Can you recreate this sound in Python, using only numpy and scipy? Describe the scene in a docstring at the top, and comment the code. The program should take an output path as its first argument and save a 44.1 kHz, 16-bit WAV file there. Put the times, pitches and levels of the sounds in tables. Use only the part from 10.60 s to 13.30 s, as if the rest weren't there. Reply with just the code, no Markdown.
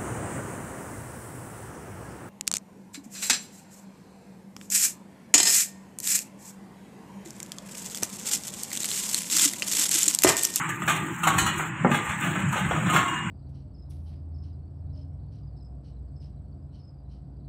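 """At a street food stall, steel plates and bowls clink, slide and are stacked; full ones knock the counter.
Each clink is a short noise clack, a dying clang of filtered noise and the clear tones of its dish.
Knocks are dull noise thuds with counter tones. Many tiny noise taps make the jostling and scraping around,
and patchy low noise with a wavering engine drone makes the street rumble.
A small microphone with a deep notch in the treble and a noise suppressor hears it all."""
import sys
import numpy as np
from scipy import signal
from scipy.fft import rfft, irfft
from scipy.io import wavfile
from scipy.ndimage import uniform_filter1d, map_coordinates

SR = 44100
rng = np.random.default_rng(int(sys.argv[2]) if len(sys.argv) > 2 else 0)


def wav_record(signal):
    """Record a signal, one row per channel, as 16-bit PCM in the file named by sys.argv[1]."""
    frames = np.transpose(np.atleast_2d(signal))
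    bounded = np.clip(frames, -1, 1)
    # unit amplitude maps onto the largest positive 16-bit level
    quanta = np.round(bounded * 32767).astype(np.int16)
    wavfile.write(sys.argv[1], SR, quanta)


N = 119070
TIME = np.arange(N) / SR
RING_TIME = TIME[:SR]  # each clink or knock lasts at most one second

# In all tables, t60 is the time to lose 60 dB. Colours are relative: level sets the loudness.
# Steel meets steel: (time [s], level [dB], treble lift [dB], rise [s], clang [dB], ring [dB], dish [name])
CLINKS = [(0.091, -27.5, 14, 0.00095, -33, -5.5, "plate"), (0.219, -24, -1, 0.0015, -11.5, -6.5, "bowl"),
          (0.276, -21.5, -1, 0.0027, 1, -4, "plate"), (0.282, -24.5, 2, 0.00086, -1.5, -5, "plate"),
          (0.295, -27, 9, 0.0015, -1.5, -12.5, "plate"), (0.361, -26.5, 7, 0.0022, -21, -6, "plate"),
          (0.632, -20.5, 8, 0.003, -14, 1, "bowl"), (0.649, -21.5, -5, 0.002, -6.5, -2, "bowl"),
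          (0.669, -13.5, 3, 0.0047, -13, -8, "stack"), (0.679, -14, -1.5, 0.00077, -12, -12.5, "stack"),
          (0.701, -32, -7, 0.0016, -5.5, 1, "stack"), (0.737, -31.5, 6, 0.0023, -7, 7, "stack"),
          (0.7792, -24.5, 14, 0.0061, 0, 8, "dish"), (0.861, -20, 4, 0.0051, -6, -6.5, "dish"),
          (0.98, -46.5, 28, 0.0003, -9, -3, "plate"), (0.992, -23, -28, 0.0054, -3, -14, "stack"),
          (1.314, -22.5, -0.5, 0.0011, -5.5, -2, "plate"), (1.343, -28, 0.5, 0.0019, 1.5, 0.5, "plate"),
          (1.490, -32.5, -3.5, 0.0049, 2.5, 2.5, "plate"), (1.615, -32, -13, 0.011, -0.5, 7.5, "plate"),
          (1.645, -30.5, 3, 0.0028, -5, -7, "plate"), (1.750, -31.5, -6.5, 0.0087, 2.5, -14, "plate"),
          (1.887, -54, 30, 0.001, -17, -8, "dish"), (1.928, -25.5, -3, 0.00088, -1, -18, "stack"),
          (1.958, -27, -1.5, 0.012, 1, -22, "stack"), (2.042, -31.5, -1.5, 0.0022, -3, -2, "stack"),
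          (2.109, -26, -4, 0.0014, -4, -6, "stack"), (2.162, -29, -4.5, 0.0019, -3, -3, "bowl"),
          (2.260, -33, -6.5, 0.0053, 7.5, -7, "rim"), (2.294, -30.5, 6.5, 0.0067, -1.5, 11.5, "bowl"),
          (2.330, -22, 0.5, 0.012, 1, -13, "bowl"), (2.3617, -14.5, -3, 0.0006, -8, 1, "bowl"),
          (2.376, -23.5, -5, 0.00091, -11, -4, "bowl"), (2.478, -30.5, 6, 0.0025, -9, -1.5, "rim"),
          (2.520, -35, 0, 0.017, -1, 0.5, "rim")]
# Clear tones of each dish, by name: (pitch [Hz], level [dB], t60 [s])
DISH_TONES = { "plate": [(831, -4.5, 0.79), (877, -8, 1), (1198, 7.5, 0.48), (1547, 7.5, 0.15),
              (1695, -0.5, 0.41), (2060, -1.5, 0.32), (2430, 1.5, 0.19), (2602, 1, 0.17), (2830, 0.5, 0.16),
              (3330, -12, 0.25), (3550, -5, 0.26)], "stack": [(785, 2, 0.27), (870, -6, 0.2),
              (1116, 1, 0.56), (1202, -3.5, 0.31), (1305, 2, 0.31), (1467, 1, 0.15), (1565, -8, 0.55),
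              (2430, -21, 0.5)], "dish": [(791, -2, 0.76), (974, 2, 1), (1078, 2, 0.57), (1380, -3, 0.56),
              (1637, -1, 0.26), (1796, 12, 0.13), (1905, -2, 0.63), (2487, 1, .3), (2815, -2, .3),
              (2996, 7, 0.24), (4090, 6, 0.33), (4340, 4, .22), (4570, 8, .18), (5920, -3, 0.28),
              (6589, -1, 0.24), (7030, -21, .34), (7795, -2, 0.23), (9700, 5, 0.17)],
              "bowl": [(985, -9, 0.25), (1093, -5, 1.0), (1246.8, 11, 0.22), (1405, -0.5, 0.32),
              (2138, -8, 0.39), (2653, -21, .35), (2875, -12, 0.33), (3060, -15, 0.4), (7480, -29, 0.9)],
              "rim": [(985, -1.5, 1.7), (1066, 1.5, 0.82), (1750, 3.5, 0.58), (2838, 2, 1.02),
              (3280, -9, 1.3), (7000, -13, 0.79)]}
# Colour of the crowd of higher modes in thin steel: (frequency [Hz], level [dB per Hz])
STEEL_COLOUR = [(40, -66), (150, -60), (300, -14), (480, -14), (660, -5), (800, -2), (1250, -1), (2000, -4),
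                (3000, -9), (4200, -13.5), (7500, -17.5), (15000, -26)]
# How long those modes last: (frequency [Hz], t60 [s])
STEEL_T60 = [(400, 0.54), (1200, 0.35), (3000, 0.45), (7500, 0.33), (14000, 0.15)]
# Extra strength of the dense modes close to the clear tones, by dish name: lift [dB]
HALO_DB = {"plate": 4, "stack": 3, "dish": 9, "bowl": 7, "rim": 9}
# A dish lands on the counter: (time [s], level [dB], thin below [Hz], dull above [Hz])
KNOCKS = [(0.670, -18, 475, 1130), (1.2473, -13.5, 142, 1430), (1.2511, -17, 129, 1310),
          (1.2638, -21, 200, 730), (1.287, -17, 129, 242), (1.314, -13.5, 155, 259), (1.958, -24, 378, 775),
          (2.1099, -16.5, 550, 1100), (2.345, -24.5, 335, 750)]
# Tones of the counter: (pitch [Hz], level [dB], t60 [s])
COUNTER_TONES = [(147.8, -10, 0.16), (186.5, -4.5, 0.11), (237, -9.5, 0.18), (368, -10, 0.038),
                 (546.6, -8.5, 0.046), (845, -2, 0.029), (1080, -14, 0.031), (1355, -2.5, 0.045)]
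# Dishes sliding and jostling all around: (time [s], level [dB])
JOSTLE_LEVEL = [(0, -28), (.19, -38), (.42, -36), (.6, -36.5), (.9, -34), (1.13, -35), (1.28, -33.5),
                (1.43, -33), (1.52, -30.5), (1.57, -32), (1.65, -29.5), (1.72, -32), (1.86, -31.5),
                (1.98, -33), (2.22, -32.5), (2.42, -28.5), (2.56, -32), (2.7, -33.5)]
# Their colour: (frequency [Hz], level [dB per Hz])
JOSTLE_COLOUR = [(100, -51), (300, -20), (650, -29), (840, -2), (1200, 1), (1800, -0.5), (2800, -7.5),
                 (3700, -19.5), (5600, -20), (7500, -19.5), (10000, -25), (15000, -51)]
# Hiss of rims scraping: (time [s], level [dB])
SCRAPE_LEVEL = [(0, -44.5), (.40, -45.5), (.46, -46), (.6, -43), (1.08, -42.5), (1.14, -72), (1.28, -57),
                (1.33, -39), (1.42, -48), (1.47, -41), (1.56, -43), (1.61, -39), (1.72, -45), (1.86, -49),
                (1.96, -42.5), (2.22, -46.5), (2.35, -44), (2.56, -47.5), (2.62, -57)]
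# Its colour: (frequency [Hz], level [dB per Hz])
SCRAPE_COLOUR = [(500, -12), (2500, -5), (4000, 3), (7500, 3), (10000, 3.5), (15000, 0.5)]
# Main street rumble: (time [s], level [dB])
RUMBLE_LEVEL = [(0, -37.5), (.3, -35), (.56, -37.5), (.66, -32.5), (.85, -29.5), (1.07, -40), (1.22, -28.5),
                (1.45, -38), (1.68, -25.5), (1.9, -29), (2.1, -29.5), (2.35, -24.5), (2.52, -41),
                (2.7, -30.5)]
# Its colour: (frequency [Hz], level [dB per Hz])
RUMBLE_COLOUR = [(25, -34), (45, -39), (62, -29.5), (100, -6.5), (130, -2.5), (165, 1), (205, -3.5),
                 (255, -18.5), (335, -21.5), (410, -41.5), (600, -28.5), (1500, -61)]
# Low middle of the rumble: (time [s], level [dB])
LOW_MIDDLE_LEVEL = [(0, -44.5), (.33, -38), (.53, -36), (.59, -66), (.75, -35), (1.15, -45.5), (1.4, -38),
                    (1.52, -64), (1.62, -39), (1.8, -35.5), (1.9, -52), (2.1, -39), (2.36, -33.5),
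                    (2.7, -46.5)]
# Its colour: (frequency [Hz], level [dB per Hz])
LOW_MIDDLE_COLOUR = [(100, -30), (200, -18), (260, 0.5), (340, 2.5), (375, -2.5), (420, -13), (650, -25.5),
                     (1500, -31)]
# Deep bass of the rumble: (time [s], level [dB])
DEEP_LEVEL = [(0, -58), (.7, -49), (.82, -27.5), (.92, -49), (1.0, -53), (1.42, -73), (1.5, -37),
              (1.57, -70), (1.98, -42), (2.12, -38), (2.22, -54), (2.39, -37), (2.5, -50)]
# Its colour: (frequency [Hz], level [dB per Hz])
DEEP_COLOUR = [(20, -18), (45, -15), (65, 6), (90, 9), (140, -26), (400, -51)]
# Engine drone in the street: (time [s], level [dB])
DRONE_LEVEL = [(0, -38), (.5, -51), (.68, -29), (.85, -36.5), (1.1, -38), (1.55, -44.5), (1.8, -44),
               (2.05, -54), (2.4, -48), (2.7, -34)]
# Microphone colour: (frequency [Hz], gain [dB])
MIC_COLOUR = [(3000, -1), (3600, -3.5), (4200, -6.5), (4550, -14.5), (4850, -27), (5200, -15.5),
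              (5600, -9.5), (6200, -6), (6800, 1.5), (7700, 4.5), (8600, 1.5), (9300, -7), (11000, -3),
              (13000, -2), (14300, -3), (15500, 0)]

CLACK_T60_S, CLACK_DB, CLANG_DB = 0.12, -6, 1.5
TREBLE_FROM_HZ, TREBLE_TO_HZ = 1860, 8200
CLUSTER_HZ, CLUSTER_DB = 70.24, 5  # the dense modes bunch into uneven clusters
HALO_SHARE = 0.013  # halfwidth of the halo around each clear tone, as a share of its pitch
BEAT_HZ, BEAT_SHARE = 7.9, 0.0058  # spread of close neighbours: fixed part, and share of the pitch
BEAT_DEPTH = 0.65  # strength of the neighbours against the tone itself
THUD_T60_S, THUD_DB = 0.044, -1.5
THUD_TAIL_T60_S, THUD_TAIL_DB = 0.57, -10.5
PUSH_DB = 22.5  # the single shove at the moment of contact, before filtering
TAPS_PER_S, TAP_LAYERS, TAP_SPREAD_DB, TAP_T60_S = 500, 8, 3.5, 0.061
WASH_SHARE = 0.73  # share of the jostling's power that is a wash of steady noise
PATCH_HZ, PATCH_S, PATCH_DB = 123.3, 0.06, 2
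DRONE_HZ, DRONE_WAVER, DRONE_OCTAVE_DB = 161.9, 0.02586, -10.5  # waver: rms share of the pitch
QUIET_DB, QUIET_SLOPE, QUIET_FLOOR_DB = -83.5, 0.88, -23  # threshold per Hz, dB lost per dB below, deepest cut
EDGE_HZ = 15725  # upper limit of what is heard


def clink(start, db, treble_db, rise, clang_db, ring_db, dish):
    """Rims meet: a short clack, a clang of dense modes, and the dish's own clear tones."""
    t = RING_TIME
    shape = steel(np.fft.rfftfreq(SR, 1 / SR), treble_db, dish)
    clack, clang = irfft(rfft(rng.standard_normal((2, SR))) * shape, SR)
    clack = clack * fade(np.maximum(t - rise, 0), CLACK_T60_S)

    # Each band of the clang dies away at its own speed
    hz, band_time, bands = signal.stft(clang, SR, nperseg=256)
    dying = bands * fade(band_time, read(STEEL_T60, hz)[:, None])
    clang = signal.istft(dying, SR, nperseg=256)[1][:SR]

    tones = ring(DISH_TONES[dish], BEAT_DEPTH)
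    sound = amp(CLACK_DB) * clack + amp(CLANG_DB + clang_db) * clang + amp(ring_db) * tones
    return start, amp(db) * np.minimum(t / rise, 1) * sound


def steel(hz, treble_db, dish):
    """Spectrum of a dish's dense modes: uneven clusters, lifted around its clear tones."""
    bumps = rng.standard_normal(2048)
    clusters = np.interp(hz / CLUSTER_HZ, np.arange(len(bumps)), bumps)
    halos = [np.exp(-((hz / tone_hz - 1) / HALO_SHARE) ** 2) for tone_hz, _, _ in DISH_TONES[dish]]
    halo = np.max(halos, axis=0)
    shape = amp(read(STEEL_COLOUR, hz) + CLUSTER_DB * clusters + HALO_DB[dish] * halo)
    return unit(shape) * amp(treble_db * treble(hz))


def treble(hz):
    """0 in the middle range, rising to 1 in the treble."""
    return read([(TREBLE_FROM_HZ, 0), (TREBLE_TO_HZ, 1)], hz)


def ring(modes, depth):
    """Dying tones that start near rms 1 and beat against their close neighbours."""
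    t, sound = RING_TIME, 0
    for hz, db, t60 in modes:
        # Three neighbours; high tones spread wider, so they beat faster
        offsets = rng.uniform(-1.106, 1, (3, 1)) * (BEAT_HZ + BEAT_SHARE * hz)
        turns = rng.random((4, 1))  # random starting points in the cycle
        neighbours = np.sin(2 * np.pi * ((hz + offsets) * t + turns[1:])).sum(0) / np.sqrt(3)
        tone = np.sin(2 * np.pi * (hz * t + turns[0]))
        sound = sound + amp(db) * fade(t, t60) * (tone + depth * neighbours)
    power = (1 + depth ** 2) * sum(amp(db) ** 2 for _, db, _ in modes) / 2
    return sound / np.sqrt(power)


def knock(start, db, thin_hz, dull_hz):
    """A dish shoves the counter, which thuds and rings; softer contacts excite only the low modes."""
    t = RING_TIME
    soft = signal.butter(3, dull_hz, fs=SR, output="sos")
    thin = signal.butter(3, thin_hz, "high", fs=SR, output="sos")
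    thud_fade = amp(THUD_DB) * fade(t, THUD_T60_S) + amp(THUD_TAIL_DB) * fade(t, THUD_TAIL_T60_S)
    thud = unit(signal.sosfilt(soft, rng.standard_normal(SR))) * thud_fade
    board = amp(PUSH_DB) * (t == 0)
    for hz, mode_db, t60 in COUNTER_TONES:
        board = board + amp(mode_db) * fade(t, t60) * np.sin(2 * np.pi * hz * t)
    sound = signal.sosfilt(thin, thud - board)
    return start, amp(db) * signal.sosfilt(soft, sound)


def jostle():
    """Many small touches of steel, blurred into a wash by distance, and the hiss of rims scraping."""
    taps = np.zeros(N)
    tap_time = RING_TIME[:SR // 8]
    for _ in range(TAP_LAYERS):  # every layer repeats its own tap sound
        size = amp(TAP_SPREAD_DB * np.minimum(rng.exponential(1, N), 4))
        hits = size * (rng.random(N) < TAPS_PER_S / TAP_LAYERS / SR)
        tap = rng.standard_normal(len(tap_time)) * fade(tap_time, TAP_T60_S)
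        taps += signal.oaconvolve(hits, tap)[:N]
    wash = rng.standard_normal(N)
    touches = patchy(np.sqrt(1 - WASH_SHARE) * unit(taps) + np.sqrt(WASH_SHARE) * wash)
    scraping = patchy(taps[::-1])  # the same taps, backwards in time
    touches = level(JOSTLE_LEVEL) * unit(colour(touches, JOSTLE_COLOUR))
    return touches + level(SCRAPE_LEVEL) * unit(colour(scraping, SCRAPE_COLOUR))


def street():
    """Traffic rumble in three registers of noise, with one wavering engine drone and its octave."""
    drift = unit(colour(rng.standard_normal(N), [(8, 0), (40, -40), (200, -120)]))  # slow wandering
    phase = 2 * np.pi * np.cumsum(DRONE_HZ * (1 + DRONE_WAVER * drift)) / SR
    drone = unit(np.sin(phase) + amp(DRONE_OCTAVE_DB) * np.sin(2 * phase))
    sound = level(DRONE_LEVEL) * drone
    registers = [(DEEP_LEVEL, DEEP_COLOUR), (RUMBLE_LEVEL, RUMBLE_COLOUR),
                 (LOW_MIDDLE_LEVEL, LOW_MIDDLE_COLOUR)]
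    for curve, shape in registers:
        sound = sound + level(curve) * unit(colour(patchy(rng.standard_normal(N)), shape))
    return sound


def patchy(x):
    """Lets narrow bands swell and sink on their own, following a smooth random map."""
    hz, t, bands = signal.stft(x, SR, nperseg=1024, noverlap=768)
    places = np.meshgrid(hz / PATCH_HZ, t / PATCH_S, indexing="ij")
    patches = map_coordinates(rng.standard_normal((512, 256)), places, order=1, mode="wrap")
    swelling = bands * amp(PATCH_DB * unit(patches))
    return signal.istft(swelling, SR, nperseg=1024, noverlap=768)[1][:N]


def suppress(x):
    """Noise suppressor: bands that fall below a threshold are turned down further."""
    bands = signal.stft(x, SR, nperseg=512, scaling="psd")[2]
    power = uniform_filter1d(abs(bands) ** 2, size=3, axis=0)  # smooth over frequency
    power = uniform_filter1d(power, size=5, axis=1)  # then over time
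    power_db = 10 * np.log10(abs(power) + 1e-20)
    cut_db = np.clip(QUIET_SLOPE * (power_db - QUIET_DB), QUIET_FLOOR_DB, 0)
    return signal.istft(bands * amp(cut_db), SR, nperseg=512, scaling="psd")[1][:N]


def amp(db):
    """Turns decibels into gain."""
    return 10 ** (np.asarray(db) / 20)


def unit(x):
    """Scales to rms 1."""
    return x / np.sqrt(np.mean(x ** 2) + 1e-20)


def read(points, hz):
    """Reads between the rows of a table on a log-frequency axis."""
    f, value = np.transpose(points)
    return np.interp(np.log(hz + 1), np.log(f + 1), value)


def level(points):
    """Gain over time from rows of (time [s], level [dB])."""
    return amp(np.interp(TIME, *np.transpose(points)))


def fade(t, t60):
    """Exponential decay that loses 60 dB in t60 seconds."""
    return np.exp(-np.log(1000) * t / t60)


def colour(x, points):
    """Filters by a table of (frequency [Hz], gain [dB])."""
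    gain = amp(read(points, np.fft.rfftfreq(len(x), 1 / SR)))
    return irfft(rfft(x) * gain, len(x))


def add(mix, start, sound):
    """Mixes a sound in at its start time in seconds, cut off at the end of the scene."""
    part = mix[round(start * SR):][:len(sound)]
    part += sound[:len(part)]


def scene():
    """Clinks and knocks over the background dishes and the street."""
    mix = street() + jostle()
    for row in KNOCKS:
        add(mix, *knock(*row))
    for row in CLINKS:
        add(mix, *clink(*row))
    return mix[None]


def record(dry):
    """Microphone colour, noise suppressor, then the band limit."""
    padded = np.pad(dry[0], (0, SR // 10))  # room at the end, so the filter does not wrap around
    heard = suppress(colour(padded, MIC_COLOUR))
    band_limit = signal.firwin(511, EDGE_HZ, window=("kaiser", 9), fs=SR)
    return signal.oaconvolve(heard, band_limit, "same")[None]


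dry = scene()
out = record(dry)
wav_record(out)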